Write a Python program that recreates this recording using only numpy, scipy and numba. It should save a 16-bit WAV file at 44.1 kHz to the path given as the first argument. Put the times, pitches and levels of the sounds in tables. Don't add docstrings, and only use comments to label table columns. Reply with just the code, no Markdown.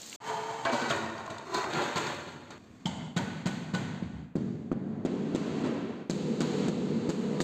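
import sys
import numpy as np
from scipy import signal
from scipy.fft import rfft, irfft
from scipy.io import wavfile
from scipy.ndimage import uniform_filter1d
from numba import njit

SR = 44100
rng = np.random.default_rng(int(sys.argv[2]) if len(sys.argv) > 2 else 0)


def gain_from_decibels(decibels):
    exponent = np.asarray(decibels, float) / 20
    return 10 ** exponent


def wrap_up_sound(samples):
    columns = np.atleast_2d(samples).T
    tamed = np.clip(columns, -1, 1)
    steps = np.round(tamed * 32767).astype(np.int16)
    wavfile.write(sys.argv[1], SR, steps)


N = 327663
T = np.arange(N) / SR
HZ = np.maximum(np.arange(N // 2 + 1) * SR / N, 1)

CUT_TIMES = (.1595, .162, .2015, .203, .213, .217)
BAND_EDGES = KEP_EDGES = (550, 2400, 8620)
# (time [s], peak [dB], tile note [Hz], slap [dB], crack [dB])
HOLLOW_BLOWS = [
    (2.8544, -17.5, 172, -39, -37),
    (3.1634, -15, 170, -43.5, -32),
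    (3.4574, -15, 165, -44, -34),
    (3.7368, -15, 169, -46, -42),
    (4.0238, -12.5, 166, -46, -56),
]
# (time [s], peak [dB], tile note [Hz], slap [dB], crack [dB])
FIRM_BLOWS = [
    (4.355, -11, 174, -41, -48),
    (4.7158, -10.5, 206, -45.5, -54),
    (5.0499, -10.5, 212, -45, -42),
    (5.3479, -10, 232, -48, -36),
    (5.6296, -22, 230, -54.5, -66),
    (6.0974, -13.5, 188, -35.5, -32),
    (6.4056, -12, 213, -28, -30),
    (6.6835, -13, 195, -35, -40),
    (7.0913, -12.5, 198, -40, -34.5),
    (7.403, -12.5, 210, -26, -28.5),
]


def unit(x):
    return x / np.sqrt(np.mean(x ** 2))


def curves(table):
    s, *columns = np.transpose(table)
    return [np.interp(T, s, c) for c in columns]


def step(hz, sharp):
    return 1 / (1 + np.exp(np.clip(-sharp * np.log(HZ / hz), -50, 50)))


def shape(x, gain):
    return irfft(rfft(x) * gain, N)


def colour(points):
    hz, db = np.transpose(points)
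    return gain_from_decibels(np.interp(np.log(HZ), np.log(hz), db))


def split(x, edges, sharp):
    above = [1] + [step(e, sharp) for e in edges] + [0]
    return [unit(shape(x, np.sqrt(np.maximum(a - b, 0)))) for a, b in zip(above, above[1:])]


@njit
def svf(x, hz, width):
    y, b, l = np.empty(len(x)), 0., 0.
    for i in range(len(x)):
        g, k = np.tan(np.pi * hz[i] / SR), width / hz[i]
        v = (b + g * (x[i] - l)) / (1 + g * (g + k))
        b, l, y[i] = 2 * v - b, l + 2 * g * v, k * v
    return y


def noise_band(noise, hz, first_width, second_width):
    centre = np.full(len(noise), float(hz))
    return svf(svf(noise, centre, first_width), centre, second_width)


def grit(spread_db, smear_s):
    power = gain_from_decibels(spread_db * np.minimum(rng.exponential(size=N), 7)) ** 2
    keep = np.exp(-1 / (smear_s * SR))
    swell = np.sqrt(signal.lfilter([1 - keep], [1, -keep], power))
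    return unit(swell * rng.standard_normal(N))


def add(out, s, x):
    i = int(s * SR)
    out[i:i + len(x)] += x[:N - i]


def fade(t, t60):
    return np.exp(-np.log(1000) * t / t60)


def tails(starts, levels, falls, sudden, share, start_db, start_s, blend_s):
    k = np.maximum(np.searchsorted(starts, T, "right") - 1, 0)
    age = np.maximum(T - np.array(starts)[k], 0)
    db = np.array(levels).T[:, k] - np.outer(share, falls[k] * age)
    db = db + np.outer(start_db, sudden[k] * np.exp(-age / start_s))
    return uniform_filter1d(db, int(blend_s * SR), axis=1)


def played(source, colours, rings, changes, levels, ripple_db):
    out = 0
    for points, peaks, a, b in zip(colours, rings, (0,) + changes, changes + (N / SR,)):
        ring = 1 + sum(gain_from_decibels(db) / (1 + 2j * (HZ - hz) / w) for hz, w, db in peaks)
        comb = np.clip(rng.standard_normal(800), -3, 1.6)
        ripple = gain_from_decibels(ripple_db * np.interp(HZ / 30, np.arange(800), comb))
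        bands = split(shape(source, colour(points) * ring * ripple), BAND_EDGES, 3.39)
        stage = np.interp(T, (a - .003, a + .003, b - .003, b + .003), (0, 1, 1, 0))
        out = out + sum(x * gain_from_decibels(db) for x, db in zip(bands, levels)) * stage
    return out


def room_floor():
    # (frequency [Hz], level [dB per Hz])
    floor_colour = [(12, -42.5), (20, -8), (202, 9), (238, 14), (382, -3), (2400, -13.5), (4430, -38),
                    (5530, -56), (6720, -44), (15500, -51)]
    return gain_from_decibels(-57) * unit(shape(rng.standard_normal(N), colour(floor_colour)))


def cricket():
    # (first chirp [s], last [s])
    phrases = [
        (2.67, 3.8),
        (5.0, 7.43),
    ]
    # (time [s], level [dB])
    lift = [(2.7, -90), (2.95, -81), (3.3, -84), (3.6, -82), (5.2, -86), (5.45, -79), (5.7, -79),
            (5.85, -83), (6.0, -91), (6.15, -77), (6.55, -74), (6.75, -81), (6.95, -80), (7.2, -77)]
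    # (frequency [Hz], level [dB per Hz])
    rasp_colour = [(9700, -38), (10100, 0), (11500, 2), (11700, -2), (12300, -6), (12700, -40)]
    chirp_s, sounding = .125, .78
    chirps = 0
    for a, b in phrases:
        phase = (T - a) / chirp_s % 1
        swell = 0.28 + 0.55 * phase / sounding
        chirps = chirps + swell * (phase < sounding) * (T > a - .03) * (T < b)
    rasp = unit(shape(rng.standard_normal(N), colour(rasp_colour)))
    chirps = uniform_filter1d(np.roll(chirps, SR // 50), SR // 100)
    return chirps * gain_from_decibels(curves(lift)[0]) * rasp


def standing_waves(age, far):
    # (frequency [Hz], level [dB])
    far_push = [(131.8, -44.1), (135.0, -48.2), (189.8, -39.9), (204.8, -44.2), (281.8, -47.8)]
    far_pull = [(152, -45), (157.2, -39), (161.5, -46), (167.2, -46.5), (174, -43.5), (211.2, -46),
                (236.8, -41.5), (244.5, -46), (261.5, -49.5)]
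    near_push = [(152.8, -43.5), (157.2, -41), (185, -46), (193.8, -42), (198.5, -42), (211.2, -45),
                 (283.2, -44.5), (426.2, -45)]
    near_pull = [(189.8, -40.5), (217.5, -44.5), (227.2, -39), (246.2, -44.5), (344, -42.5), (398.2, -45.5)]

    def waves(modes, t):
        return sum(gain_from_decibels(db) * np.sin(2 * np.pi * hz * t) for hz, db in modes)

    t = T[:SR]
    late = t - .003
    from_near = unit(waves(near_push, t) - waves(near_pull, t))
    from_far = unit(waves(far_push, late) - waves(far_pull, late))
    i = np.minimum((age * SR).astype(int), SR - 1)
    return np.where(far, from_far[i], from_near[i]) * np.clip((age - .014) / .008, 0, 1)


def echo():
    # (boom [dB], body [dB], hiss [dB], air [dB], fall [dB/s])
    let_through = [(-34.5, -50.5, -48, -55, 28.5), (-32, -37.5, -53, -56, 35.5),
                   (-32, -40.5, -51.5, -57, 36), (-31.5, -38, -52.5, -59, 37.5),
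                   (-35, -51, -64.5, -94, 30.5), (-28.5, -56.5, -53.5, -102, 36.5),
                   (-34.5, -47, -68.5, -102, 3), (-31.5, -49, -62.5, -79, 1.5), (-32.5, -44, -59, -67, -7),
                   (-28, -36.5, -74, -61, 35.5), (-30.5, -53, -55.5, -58.5, -1),
                   (-30.5, -42.5, -53.5, -57.5, -9), (-30, -50.5, -56, -68, 0),
                   (-34, -46.5, -68, -59.5, -14.5), (-31, -50, -74, -49, 10)]
    # (frequency [Hz], level [dB per Hz])
    echo_colours = [
        [(18, -79), (30, -45), (85, 4), (164, -2), (243, -1), (420, -21), (728, -24), (1820, -27), (3070, -34),
         (7460, -40), (15500, -79)],
        [(30, -55), (95, 3), (164, 2), (243, -5), (399, -20), (921, -25.5), (1200, -28), (4090, -35.5),
         (5040, -41.5), (6540, -41.5), (15500, -70.5)],
        [(18, -79), (30, -58), (110, -1.5), (225, -4), (410, -15.5), (600, -21), (800, -26.5), (1800, -35.5),
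         (2500, -43.5), (6500, -54), (15500, -82)],
        [(18, -70), (30, -48), (69, -21.5), (144, -2.5), (225, -5), (467, -6.5), (561, -13.5), (874, -19),
         (3780, -27.5), (5890, -32), (6540, -34), (9680, -45.5), (15500, -70)],
    ]
    # (frequency [Hz], width [Hz], level [dB])
    loose = [(740, 270, 7), (850, 250, 14), (1400, 100, 3), (2080, 100, 10), (3050, 180, 15),
             (3300, 120, 3), (4530, 200, -6)]
    settling = [(950, 27, -2), (1490, 28, 5.5), (1879, 170, -8)]
    room_modes = [(200, 5.5, -11), (237.5, 19, 4.5), (283, 31, 2.5), (346.7, 5.9, 3.5), (400, 10, -2),
                  (493, 9.5, -21)]
    bedded_modes = [(154, 21, -6.5), (195, 5.5, 1), (231, 14, 6.5), (276, 16, -0.5), (337, 10.5, -0.5),
                    (405, 11, -7), (483, 23, -4), (960, 60, -2.5), (4060, 430, -6), (6730, 100, -5)]
    bedding = (3.163, 4.355, 5.05, 6.097)
    standing_share = (.8, .85, .85, .8, .8, .3, .55, .5, .25, .05, .55, .5, .25, .55, .45)
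    # share of the fall, and early reflections on top [dB]
    echo_fall = (0.89, 0.74, 1.02, 1.3)
    early_db = (-5, 19, -4, 12.5)
    gate_slope = (2.8, 2.8, 3.4, 4.5)
    gate_db, air_fall_db_s = -40, 44

    blows = HOLLOW_BLOWS + FIRM_BLOWS
    starts = np.array([b[0] for b in blows])
    live = np.interp(T, (starts[0], starts[0] + 0.0059), (0, 1))
    for s in starts:
        add(live, s, -.75 * live[int(s * SR)] * np.exp(-(T[:SR // 20] / 0.0077) ** 2))
    live = uniform_filter1d(uniform_filter1d(live, SR // 500), SR // 500)

    rows = np.array(let_through)
    sudden = np.interp([b[3] for b in blows], (-57.5, -42.5), (0, 1))
    levels = tails(starts, rows[:, :-1], rows[:, -1], sudden, echo_fall, early_db, 0.02, 0.0055)
    levels = levels - np.outer(gate_slope, np.maximum(gate_db - levels[0], 0))
    k = np.maximum(np.searchsorted(starts, T, "right") - 1, 0)
    age = np.maximum(T - starts[k], 0)
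    levels[3] -= air_fall_db_s * age

    share = np.array(standing_share)[k]
    modes = np.sqrt(share) * gain_from_decibels(levels[0] + 1.1) * standing_waves(age, k < len(HOLLOW_BLOWS))
    rings = (loose, settling, room_modes, room_modes, bedded_modes)
    colours = echo_colours + echo_colours[-1:]
    wash = live * played(rng.standard_normal(N), colours, rings, bedding, levels, 1.6)
    boom = shape(wash, 1 - step(320, 8.))
    yielded = (1 - np.sqrt(1 - uniform_filter1d(share, SR // 200))) * boom
    return wash - yielded + uniform_filter1d(modes, SR // 2000)


def squeegee():
    # (time [s], level [dB])
    pressure = [
        (0.0, -49),
        (0.115, -50.5),
        (0.132, -46.5),
        (0.145, -47),
        (0.16, -46.5),
    ]
    # (frequency [Hz], level [dB per Hz])
    swish_colour = [(24, -68), (40, -36), (213, -31), (241, -3), (280, -5), (548, -7), (1410, -16),
                    (1770, -7.5), (5440, -2), (6640, -4.5), (15500, -25)]
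    wet = shape(grit(3.7, 0.0012), colour(swish_colour))
    rush, hiss = split(wet, (1500,), 19.0)
    return (gain_from_decibels(-5) * rush + hiss) * gain_from_decibels(curves(pressure)[0]) * (T < CUT_TIMES[2] - .02)


def snaps(events, t60, width):
    out, t = np.zeros(N), T[:SR // 30]
    for s, db, hz in events:
        snap = unit(noise_band(rng.standard_normal(len(t)), hz, width * hz, width * hz))
        add(out, s, gain_from_decibels(db) * fade(t, t60) * (1 - np.exp(-t / 0.00034)) * snap)
    return out


def water_drops():
    # (time [s], peak [dB], pitch [Hz])
    flicked = [(0.0178, -42, 6700), (0.031, -36.5, 3300), (0.0625, -43, 6600), (0.0625, -45, 600),
               (0.071, -48, 13000), (0.0625, -53, 13500), (0.0955, -40, 6900), (0.0975, -37, 6700),
               (0.1285, -29.5, 2580)]
    return snaps(flicked, 0.0086, 0.64)


def bites():
    # (time [s], peak [dB], pitch [Hz])
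    crushed = [(0.6505, -30, 2930), (0.6577, -34, 1640), (0.6946, -28, 2310), (0.7231, -35, 2310),
               (0.7365, -37, 3550), (0.9011, -30, 4060), (0.9095, -22, 1450), (0.9095, -24.5, 3300),
               (0.962, -42, 6500), (1.5452, -29, 4200), (1.6415, -30.5, 1890), (1.7348, -29, 3740),
               (1.9582, -34, 4210), (2.068, -33, 4200), (6.6837, -41, 5000), (0.652, -36, 4500),
               (3.748, -32, 3900)]
    return snaps(crushed, 0.023, 0.55)


def slide():
    # (frequency [Hz], level [dB per Hz])
    grip_colours = [
        [(18, -70), (30, -30), (130, 20), (400, -2.5), (874, -6.5), (1290, -12.5), (2400, -25), (6540, -34.5),
         (15500, -58.5)],
        [(18, -80), (30, -64), (125, -6), (180, -19.5), (300, -3), (770, -12), (2000, -15.5), (6540, -21),
         (15500, -46)],
        [(18, -72), (30, -39), (95, 4), (152, 5), (208, -1.5), (341, -4), (1020, -9), (4190, -28.5),
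         (5740, -31.5), (6370, -32.5), (15500, -54)],
        [(18, -53), (30, -21), (202, -5), (575, -20.5), (5590, -27), (6720, -28), (15500, -45.5)],
    ]
    nudged_colour = [(18, -80), (30, -73), (95, -12), (180, -16), (300, -13), (470, -12), (800, -9),
                     (2000, -9.5), (6540, -19), (15500, -42)]
    dropped_colour = [(18, -72), (30, -39), (90, 6), (208, 0), (341, -10), (1020, -3), (4190, -34.5),
                      (5740, -31), (15500, -55.5)]
    # (frequency [Hz], width [Hz], level [dB])
    lifted = [(684, 12, 16), (930, 140, 7), (1186, 25, 4), (1450, 60, 0), (1780, 81, 7), (2190, 65, 4),
              (3115, 51, 8.5), (4200, 43, 3), (6380, 40, 3), (7560, 46, 3), (11800, 150, -1)]
    lowered = [(233, 8.9, 7), (677, 53, -10), (960, 97, 5.5), (1070, 62, 9.5), (1474, 97, 8), (1965, 21, 7),
               (2300, 19, 7), (3910, 57, 2), (4130, 32, 5), (4560, 32, -1)]
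    nudged = [(222.2, 5.3, 11.5), (346, 20, 2), (664, 25, 6), (930, 80, -2), (1090, 49, 7.5),
              (1420, 80, 6.5), (1796, 49, 7.4), (2310, 30, 3), (3740, 93, 5), (4200, 25, -3),
              (6370, 64, -3)]
    dropped = [(364, 64, 16), (1000, 93, -15), (670, 34, 6), (3740, 80, 9), (4200, 120, 13.5),
               (6500, 110, -2)]
    lying = [(314, 110, -1), (1410, 38, 0), (1730, 73, -6), (2370, 75, -3), (3020, 42, -5), (3400, 170, -4),
             (3740, 54, 7), (4200, 150, 2.5), (6600, 41, -3), (6470, 150, -4), (7530, 63, 1)]
    grip_changes = (0.651, 0.902, 1.45, 1.7, 2.58)
    # (time [s], pitch [Hz], level [dB])
    song = [(0.225, 437, -53), (0.25, 431, -46), (0.272, 451, -52), (0.29, 433, -39), (0.324, 439, -35),
            (0.364, 425, -50), (0.392, 433, -38.5), (0.602, 450, -44.5), (0.645, 452, -63)]
    # (time [s], rumble [dB], body [dB], grit [dB], fall [dB/s], negative while the push builds up)
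    pushes = [(0.2, -80, -60, -52, -190), (0.288, -65, -42, -39, 7), (0.652, -34, -28.5, -59, 76),
              (0.716, -40, -38, -48, -300), (0.731, -36, -32, -44, 55), (0.817, -37.5, -34.5, -50.5, 18),
              (0.886, -44, -39, -46, -300), (0.905, -31.5, -39.5, -44.5, 50), (1.19, -40, -60, -58, 29),
              (1.3, -40, -61, -54.5, 40), (1.45, -56, -52, -53, -101), (1.543, -49, -36, -36, 36),
              (1.635, -52, -37, -44, 8), (1.729, -45, -32.5, -43.5, -16), (1.82, -52, -32, -43, 28),
              (1.958, -50, -32, -39, 36), (2.075, -46, -37, -44, 40), (2.33, -50.5, -50.5, -58, 26),
              (2.505, -52, -48.5, -57, 80), (2.582, -52.5, -69, -74.5, -0.5)]
    # share of the fall, and the scrape at a push's start [dB]
    push_fall = (0.58, 1.2, 1, 1.7)
    push_start_db = (2, 1, 4.8, 2.7)

    live = (T > CUT_TIMES[2] - .02) * np.interp(T, (2.85, 2.87), (1, 0))
    hz, db = curves(song)
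    singing = (T > song[0][0]) & (T < song[-1][0])
    hum = np.sqrt(2) * gain_from_decibels(db) * np.sin(2 * np.pi * np.cumsum(hz) / SR) * singing

    up, down, flat, still = grip_colours
    colours = up, down, nudged_colour, dropped_colour, flat, still
    rings = lifted, lowered, nudged, dropped, lying, []
    s, rumble, body, grains, fall = np.transpose(pushes)
    air = grains + 0.47 * (body - grains) - 26.5
    bands = np.transpose([rumble, body, grains, air])
    levels = tails(s, bands, fall, fall > 0, push_fall, push_start_db, 0.036, 0.0037)
    return hum + live * played(grit(4.2, 0.0062), colours, rings, grip_changes, levels, 3.0)


def rocks():
    # (time [s], peak [dB], pitch [Hz], swell [s])
    rocking = [(0.655, -41, 342, 0.0085), (0.725, -27.5, 245, 0.011), (0.82, -28, 237, 0.0079),
               (0.899, -38, 136, 0.0088), (1.485, -39, 346, 0.023), (1.52, -30.5, 1000, 0.032),
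               (1.64, -30, 375, 0.014), (1.744, -33, 147, 0.024), (1.76, -41, 350, 0.015),
               (1.955, -33.5, 160, 0.0068), (1.975, -31, 1010, 0.006), (2.865, -28.5, 894, 0.0036),
               (3.165, -37, 3830, 0.003), (3.17, -31, 1450, 0.0027), (3.181, -39, 3220, 0.0026),
               (3.19, -29.5, 930, 0.0052), (4.025, -42, 81.5, 0.026), (4.13, -40, 72.5, 0.032),
               (3.74, -36, 1484, 0.012), (4.716, -39, 428, 0.0036), (5.052, -24.5, 414, 0.0055),
               (0.86, -36.5, 224.6, 0.05), (0.98, -37, 224, 0.045), (0.655, -27, 669.8, 0.024),
               (1.555, -37, 364, 0.027), (2.857, -48, 3080, 0.0063), (6.72, -30, 200, 0.011),
               (0.28, -37, 960, 0.015), (0.3, -34, 859, 0.028), (0.656, -41, 1060, 0.008),
               (0.66, -37.5, 2290, 0.02), (0.659, -30, 1640, 0.008), (0.735, -33, 925, 0.022),
               (0.73, -28.5, 597, 0.0099), (1.07, -38, 1830, 0.01), (1.79, -31, 804, 0.012),
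               (1.8, -39, 1410, 0.012)]
    out, t = np.zeros(N), T[:SR // 6]
    for s, db, hz, swell_s in rocking:
        swell = t / swell_s * np.exp(1 - t / swell_s)
        add(out, s, gain_from_decibels(db) * swell * np.sin(2 * np.pi * hz * t))
    return out


def knocks():
    # (time [s], peak [dB], pitch [Hz], t60 [s])
    edge_knocks = [(0.654, -27, 690, 0.13), (0.732, -20, 705, 0.11), (0.906, -14.5, 1416, 0.084),
                   (1.278, -19.5, 1040, 0.046), (1.311, -24, 636, 0.05), (1.545, -27, 1000, 0.084),
                   (1.641, -33, 1050, 0.066), (1.959, -21, 1044, 0.28), (2.504, -30, 850, 0.032)]
    # (time [s], peak [dB], pitch [Hz])
    ticks = [(1.5701, -28, 4190), (1.9792, -20, 3600), (1.1804, -34, 2340), (1.263, -36.5, 4180),
             (1.303, -34, 3740), (1.3827, -32, 3740), (2.1455, -30.5, 3730), (2.506, -34.5, 3650),
             (6.4065, -48, 6470), (1.54, -25, 4150), (6.683, -24.5, 3760)]
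    # (time [s], peak [dB], pitch [Hz])
    chinks = [(1.55, -31, 4030), (1.572, -38, 4200), (2.8575, -23.5, 3210), (2.8581, -33, 5310),
              (2.868, -32, 3170), (2.8816, -38, 3050), (3.175, -32, 1490), (4.716, -30, 1270),
              (4.7153, -47, 2140), (4.7157, -49, 2470), (3.009, -44, 2080)]
    out, t = np.zeros(N), T[:SR // 8]
    for s, db, hz, t60 in edge_knocks:
        crunch = signal.lfilter([.6], [1, -.6], rng.standard_normal(len(t)))
        ring = np.sin(2 * np.pi * hz * t)
        add(out, s, gain_from_decibels(db - 8.5) * fade(t, t60) * (ring + 0.079 * crunch))
    for s, db, hz in ticks:
        snap = noise_band(rng.standard_normal(len(t)), hz, 5000., 5000.)
        add(out, s, gain_from_decibels(db - 2.0) * fade(t, 0.029) * snap)
    for s, db, hz in chinks:
        swell = (t / .0016) ** 2 * np.exp(2 - 2 * t / .0016)
        add(out, s, gain_from_decibels(db) * swell * np.sin(2 * np.pi * hz * t))
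    return out


def thumps():
    # (time [s], level [dB])
    floor_shakes = [(4.0225, -59), (4.3548, -37), (4.7158, -32), (5.0488, -38), (5.3481, -51),
                    (6.0975, -39), (6.4063, -55), (7.0919, -51), (7.4027, -37)]
    out, t = np.zeros(N), T[:SR // 5]
    for s, db in floor_shakes:
        add(out, s, gain_from_decibels(db) * np.sin(2 * np.pi * 36 * t) * fade(t, 0.1))
    return out


def mallet(blows, walls, rise_s, press_s, t60, hold_s, slap_t60, crack_lag_s, crack_s, crack_hz):
    out, t = np.zeros(N), T[:SR // 5]
    for s, db, hz, slap_db, crack_db in blows:
        chance = rng.standard_normal((2, len(t)))
        turns = hz * t + 0.39 * (1 - np.exp(-t / press_s))
        duck = 1 / (1 + np.exp(np.minimum((t - hold_s) / 0.0029, 50)))
        rise = 1 - np.exp(-t / rise_s)
        note = -gain_from_decibels(db) * rise * np.sin(2 * np.pi * turns) * fade(t, t60) * duck
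        slap = unit(noise_band(chance[0], 1200., 1800., 1800.))
        add(out, s + 0.00043, gain_from_decibels(slap_db) * slap * rise * fade(t, slap_t60) * duck)
        crack = unit(noise_band(chance[1], crack_hz, 7000., 4500.))
        swell = (t / crack_s) * np.exp(1 - t / crack_s)
        for k, (lag, crack_wall_db, note_wall_db) in enumerate(walls):
            burst = np.roll(crack, 997 * k) * swell
            add(out, s + crack_lag_s + lag, gain_from_decibels(crack_db + crack_wall_db) * burst)
            add(out, s + lag, gain_from_decibels(note_wall_db) * note)
    return out


def bedding_blows():
    # (delay [s], crack [dB], note [dB])
    far_walls = [(0, -4, -1), (.0062, -3, -27), (0.0126, -1.5, -39), (0.016, -10, -33), (.022, -8, -13)]
    near_walls = [(0, 0, 2.5), (.0062, -1.5, -8.5), (0.0115, -2, -2)]
    corner_walls = [(0, -0.5, 1.5), (.0057, -2.5, -6), (0.0119, -2, -3), (0.017, -14, -14)]
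    hollow = mallet(HOLLOW_BLOWS[:4], far_walls, rise_s=0.0022, press_s=0.0014, t60=0.37, hold_s=0.014,
                    slap_t60=0.57, crack_lag_s=0.0013, crack_s=0.00085, crack_hz=3800.0)
    deep = mallet(HOLLOW_BLOWS[4:], far_walls[:1], rise_s=0.0021, press_s=0.0029, t60=0.053, hold_s=0.011,
                  slap_t60=0.1, crack_lag_s=0.003, crack_s=0.0007, crack_hz=4100.0)
    firm = mallet(FIRM_BLOWS[:5], near_walls, rise_s=0.00087, press_s=0.002, t60=0.022, hold_s=0.028,
                  slap_t60=0.032, crack_lag_s=0.0015, crack_s=0.00054, crack_hz=4100.0)
    corner = mallet(FIRM_BLOWS[5:], corner_walls, rise_s=0.00056, press_s=0.0015, t60=0.025, hold_s=0.028,
                    slap_t60=0.036, crack_lag_s=0.00028, crack_s=0.0004, crack_hz=4940.0)
    return hollow + deep + firm + corner


def scene():
    background = room_floor() + cricket() + echo()
    wiping = squeegee() + water_drops()
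    sliding = slide() + bites() + rocks()
    dull = gain_from_decibels(-13 * step(BAND_EDGES[2] * 1.25, 6.2))
    hits = shape(knocks() + thumps() + bedding_blows(), dull)
    return (background + wiping + sliding + hits)[None]


def top_cut(x):
    return signal.sosfilt(signal.butter(12, 15760, fs=SR, output="sos"), x)


def record(dry):
    # (frequency [Hz], step [dB])
    ledges = [(4800, -7.5), (6150, 5), (7700, -4.5), (8620, -15)]
    treble_db = sum(db * (step(hz, 220.0) - step(hz, 3.7)) for hz, db in ledges) + 7.8 * step(11300, 26.0)
    x = shape(dry[0], gain_from_decibels(treble_db)) + gain_from_decibels(-91) * rng.standard_normal(N)
    x = shape(x, 1 - step(15500, 400.))
    cut = np.interp(T, CUT_TIMES, (1, 0, 0, .45, 0.72, 0.94))
    return top_cut(cut * np.tanh(2.71 * x)[None] / 3.36)


dry = scene()
out = record(dry)
wrap_up_sound(out)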